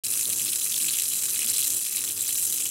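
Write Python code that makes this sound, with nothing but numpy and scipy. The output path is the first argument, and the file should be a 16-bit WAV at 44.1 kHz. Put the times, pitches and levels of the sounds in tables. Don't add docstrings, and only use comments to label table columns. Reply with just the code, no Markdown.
import sys
import numpy as np
from scipy import signal
from scipy.fft import rfft, irfft, next_fast_len
from scipy.io import wavfile
from scipy.ndimage import uniform_filter1d, map_coordinates

SR = 44100
rng = np.random.default_rng(int(sys.argv[2]) if len(sys.argv) > 2 else 0)


def master(y):
    cut = np.clip(np.atleast_2d(y).T, -1, 1)
    pcm = np.round(cut * 32767)
    wavfile.write(sys.argv[1], SR, pcm.astype(np.int16))


def decibels_to_gain(level_db):
    exponent = np.asarray(level_db, float) / 20
    return 10 ** exponent


N = 119070


def unit(x):
    return x / np.sqrt(np.mean(x ** 2) + 1e-20)


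def noise():
    return rng.standard_normal(N)


def along(points, hz):
    point_hz, value = np.transpose(points)
    return np.interp(np.log(hz + 1), np.log(point_hz + 1), value)


def wobble(rate_hz):
    return map_coordinates(rng.standard_normal(N // 40), [np.arange(N) * rate_hz / SR])


def filtered(x, response):
    m = next_fast_len(N + 8192)
    return irfft(rfft(x, m) * response(np.fft.rfftfreq(m, 1 / SR)), m)[..., :N]


def rings(modes, f):
    response = 1
    for pitch, width, lift_db in modes:
        response = response + (decibels_to_gain(lift_db) - 1) * 1j * f * width / (pitch ** 2 - f * f + 1j * f * width)
    return response


def coloured(x, spectrum, modes):
    m = next_fast_len(N + 8192)
    z, f = rfft(x, m), np.fft.rfftfreq(m, 1 / SR)
    broad = np.sqrt(np.abs(uniform_filter1d(np.abs(z) ** 2, size=2001)) + 1e-12)
    return unit(irfft(z / broad * decibels_to_gain(along(spectrum, f)) * rings(modes, f), m)[:N])


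def patchy(x, depth_db):
    z = signal.stft(x, nperseg=256)[2]
    field = uniform_filter1d(rng.standard_normal(z.shape), size=9, axis=0)
    field = uniform_filter1d(field, size=25, axis=1)
    return unit(signal.istft(z * decibels_to_gain(depth_db * unit(field)), nperseg=256)[1][:N])


def bubbles(start_s, gain, hz, cycles, length):
    t = np.arange(length) / SR
    life = (cycles / hz)[:, None]
    tone = np.sin(2 * np.pi * hz[:, None] * t * (1 + 0.076 * t / life))
    wave = gain[:, None] * tone * np.exp(-t / life) * (1 - np.exp(-4 * t / life))
    at = np.round(start_s * SR).astype(int)[:, None] + np.arange(length)
    return np.bincount(at.ravel(), wave.ravel(), N + length + 1)[:N]


def drops(density_db, count, mid_hz, spread, cycles, size_db, length):
    u = rng.random((count, 4))
    share = np.cumsum(decibels_to_gain(density_db))
    start_s = np.interp(u[:, 0], share / share[-1], np.arange(N) / SR)
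    hz = np.clip(mid_hz * np.exp(spread * (2 * u[:, 1] - 1)), 200, 17000)
    gain = decibels_to_gain(-size_db * np.log(u[:, 2] + 0.00068))
    return unit(bubbles(start_s, gain, hz, cycles * (.5 + u[:, 3]), length))


def splashes(density_db, count, decays_s, size_db):
    u = rng.random((count, 2))
    share = np.cumsum(decibels_to_gain(density_db))
    turn = (np.arange(count) + 1.1 * u[:, 0]) / (count + 1)
    at = np.interp(turn, share / share[-1], np.arange(N)).astype(int)
    hits, t = np.bincount(at, decibels_to_gain(size_db * u[:, 1]), N), np.arange(1500) / SR
    shapes = [np.exp(-t / decay) * (1 - np.exp(-t / .0002)) for decay in decays_s]
    return [unit(signal.fftconvolve(hits, shape)[:N]) for shape in shapes]


def landing():
    wash, tick = splashes(1.5 * wobble(40), count=180, decays_s=[.006, 0.00063], size_db=9)
    clump_db = 5 * np.log(.35 + wash)
    spit, = splashes(clump_db, count=800, decays_s=[0.001], size_db=12)
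    return clump_db, tick, spit


# pitch_hz, width_hz, lift_db
BOWL_MODES = [(2576, 600, 9), (2962, 70, 13), (3294, 77, 8.5), (4080, 350, 7), (6020, 155, 4.5),
              (7270, 130, 2.5), (9350, 230, 4), (11490, 134, 7)]
# pitch_hz, level_db (per Hz)
SPRAY_SPECTRUM = [(1500, -49), (2650, -25), (4500, -17), (6640, -3.5), (7570, 0), (9340, 0.5),
                  (13500, -6.5), (15800, -10.5)]


def spray(clump_db, tick, spit):
    fine = drops(clump_db, count=2500, mid_hz=10050, spread=0.72, cycles=2.3, size_db=2.5, length=100)
    mix = spit * noise() + decibels_to_gain(-5) * fine + decibels_to_gain(-13.5) * tick * noise()
    mix = mix + decibels_to_gain(-3 + 0.38 * clump_db) * noise()
    return coloured(mix, SPRAY_SPECTRUM, BOWL_MODES)


# pitch_hz, level_db (per Hz)
POOL_SPECTRUM = [(530, -53), (900, -17.5), (2070, -10), (2980, -9.5), (3650, -7.5), (4000, -1.5),
                 (4520, -10), (5500, 5), (7150, -36), (12100, -120)]


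def pool(clump_db, tick, spit):
    small = drops(2.7 * clump_db, count=500, mid_hz=3185, spread=0.397, cycles=3.2, size_db=0.16, length=200)
    mix = tick * noise() + small + decibels_to_gain(-2) * spit * noise()
    mix = mix + decibels_to_gain(1.5 + 0.84 * clump_db) * noise()
    return coloured(mix, POOL_SPECTRUM, BOWL_MODES)


# pitch_hz, level_db (per Hz)
BASIN_SPECTRUM = [(25, -21), (60, -10), (107, 0.5), (358, -3.5), (500, -5), (600, -9.5), (1700, -6.5),
                  (3500, -34)]
# pitch_hz, width_hz, lift_db
FLOOR_MODES = [(97.5, 13, 8.5), (119.3, 7.7, 8.5), (197, 17, 7), (269, 30, 8.5), (323, 24, 10),
               (421, 44, 7.5), (495, 20, 5.5)]


def basin(clump_db):
    drumming = coloured(decibels_to_gain(0.28 * clump_db) * noise(), BASIN_SPECTRUM, FLOOR_MODES)
    return drumming * decibels_to_gain(0.92 * wobble(15))


# start_s, spray_db, pool_db (over spray), basin_db (over spray)
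FLOW = [(.05, -28, -10, -21.5), (.22, -25.5, -11.5, -27), (.3, -25.5, -14.5, -23.5),
        (.54, -25.5, -10.5, -24), (.6, -26, -13, -27.5), (.75, -26, -11, -25), (.98, -25, -8.5, -27),
        (1.05, -28, -11.5, -26), (1.42, -26.5, -8.5, -25.5), (1.64, -25, -9.5, -28),
        (1.75, -25, -17, -23.5), (1.81, -29, -11.5, -26.5), (2.112, -27.5, -10, -23), (2.14, -28, -28, -24),
        (2.17, -29.5, -9, -22.5), (2.42, -25, -14, -27), (2.64, -27, -13, -24.5), (2.7, -29.5, -10, -26)]


def water():
    start_s, *levels = np.transpose(FLOW)
    flow_db, pool_db, basin_db = [np.interp(np.arange(N) / SR, start_s, level) for level in levels]
    clump_db, tick, spit = landing()
    fizz = spray(clump_db, tick, spit)
    pooled = pool(clump_db, tick, spit)
    drumming = decibels_to_gain(basin_db) * basin(clump_db)
    fizz = patchy(fizz, depth_db=1.1)
    pooled = decibels_to_gain(pool_db - 2.0) * patchy(pooled, depth_db=1.5)
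    return decibels_to_gain(flow_db) * (fizz + pooled + drumming)


# start_s, level_db (peak), pitch_hz
BIG_DROPS = [(0.0444, -25, 4100), (0.1811, -26, 4160), (0.2569, -28, 4090), (0.4869, -26, 4090),
             (0.7243, -24, 3950), (0.7428, -23, 4070), (0.7672, -27, 4090), (0.8845, -26, 4070),
             (0.8989, -18, 3870), (0.9388, -23, 3880), (0.9872, -24, 3870), (1.0211, -25, 3880),
             (1.0566, -24, 3940), (1.2626, -26, 4080), (1.291, -27, 4090), (1.3469, -25, 4080),
             (1.4711, -27, 4080), (1.508, -29, 4800), (1.5514, -24, 3930), (1.5749, -23, 4170),
             (1.6198, -23, 4030), (1.6422, -20, 4070), (1.9715, -26, 4080), (2.1715, -27, 4100),
             (2.2114, -27, 4010), (2.2788, -24, 4230), (2.4883, -31, 4120), (2.5162, -34, 4220),
             (2.5297, -28, 4230), (2.5921, -28, 4320),
             (0.1382, -25, 3210), (0.2554, -21, 3430), (0.3093, -30, 2650), (0.3961, -25, 2750),
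             (0.4609, -29, 3240), (0.4849, -26, 3460), (0.5303, -24, 2970), (0.6161, -28, 3000),
             (0.7223, -24, 3290), (0.7418, -22, 2960), (0.7657, -25, 3030), (0.8016, -26, 2590),
             (0.882, -23, 2660), (0.9448, -23, 2970), (0.9857, -24, 2610), (1.0561, -28, 2970),
             (1.288, -28, 3240), (1.3594, -24, 3200), (1.4706, -24, 3000), (1.532, -27, 3220),
             (1.5499, -26, 2940), (1.6263, -22, 3010), (1.7929, -32, 2630), (1.8662, -28, 3000),
             (2.0772, -26, 2950), (2.1002, -28, 2950), (2.2109, -29, 3480), (2.3062, -27, 2880),
             (2.6235, -31, 2660), (2.6599, -27, 2690)]


def plops():
    start_s, level_db, hz = np.transpose(BIG_DROPS)
    u = rng.random((len(start_s), 3))
    bubble = bubbles(start_s, decibels_to_gain(level_db + 6), hz, 2.4 + u[:, 0], length=400)
    partner_s, partner_hz = start_s + .002 + .005 * u[:, 1], hz * (.85 + .3 * u[:, 2])
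    partner = bubbles(partner_s, decibels_to_gain(level_db - 3), partner_hz, 1.5 + u[:, 1], length=400)

    def bowl(f):
        highpass = f ** 6 / (f ** 6 + 1900 ** 6)
        return np.sqrt(rings(BOWL_MODES, f)) * highpass * decibels_to_gain(-3)

    return filtered(bubble + partner, bowl)


# start_s, level_db (peak), pitch_hz
THUDS = [
    (0.275, -38.5, 504),
    (0.289, -34, 486),
    (0.321, -39, 231),
    (0.419, -56, 315),
    (0.52, -43, 243),
    (0.838, -44, 158),
    (1.258, -40, 327),
    (1.448, -32, 208.6),
    (1.749, -41.5, 328),
]


def thuds():
    start_s, level_db, hz = np.transpose(THUDS)
    return bubbles(start_s, decibels_to_gain(level_db - 7.5), hz, np.full(len(start_s), 5.2), length=4000)


def walls(dry):
    tail = rng.standard_normal(1500) * decibels_to_gain(-60 * np.arange(1500) / SR / 0.015)
    return decibels_to_gain(-14) * signal.fftconvolve(dry, tail / np.linalg.norm(tail))[:N]


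# pitch_hz, level_db
WIDTH = [(25, -11), (80, -21), (400, -19), (800, -34), (5300, -38), (6000, -17), (10600, -17), (11600, -36)]
# pitch_hz, level_db
LEAN = [(30, .6), (90, 3.5), (200, 3.4), (340, .8), (600, 0)]


def two_ports(mid):
    shimmer = np.roll(mid, 40) * wobble(400)
    high = filtered(shimmer, lambda f: decibels_to_gain(along(WIDTH, f)) * (f > 1000))
    low = filtered(np.roll(mid, 9000), lambda f: decibels_to_gain(along(WIDTH, f)) * (f <= 1000))
    side = high + low
    halves = np.array([[.5], [-.5]])
    return filtered(np.array([mid + side, mid - side]), lambda f: decibels_to_gain(along(LEAN, f) * halves))


def scene():
    dry = water() + plops() + thuds()
    return two_ports(dry + walls(dry))


def roll_off(x):
    return signal.sosfilt(signal.butter(12, 17020, fs=SR, output="sos"), x)


def record(dry):
    start_s, ceiling, top_hz = .0365, .33, 15830
    gate = np.clip((np.arange(N) / SR - start_s) / 0.001, 0, 1)
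    soft = dry / (1 + np.abs(dry / ceiling) ** 4) ** (1 / 4)
    mix = gate * filtered(soft, lambda f: f < top_hz)
    return roll_off(mix)


dry = scene()
out = record(dry)
master(out)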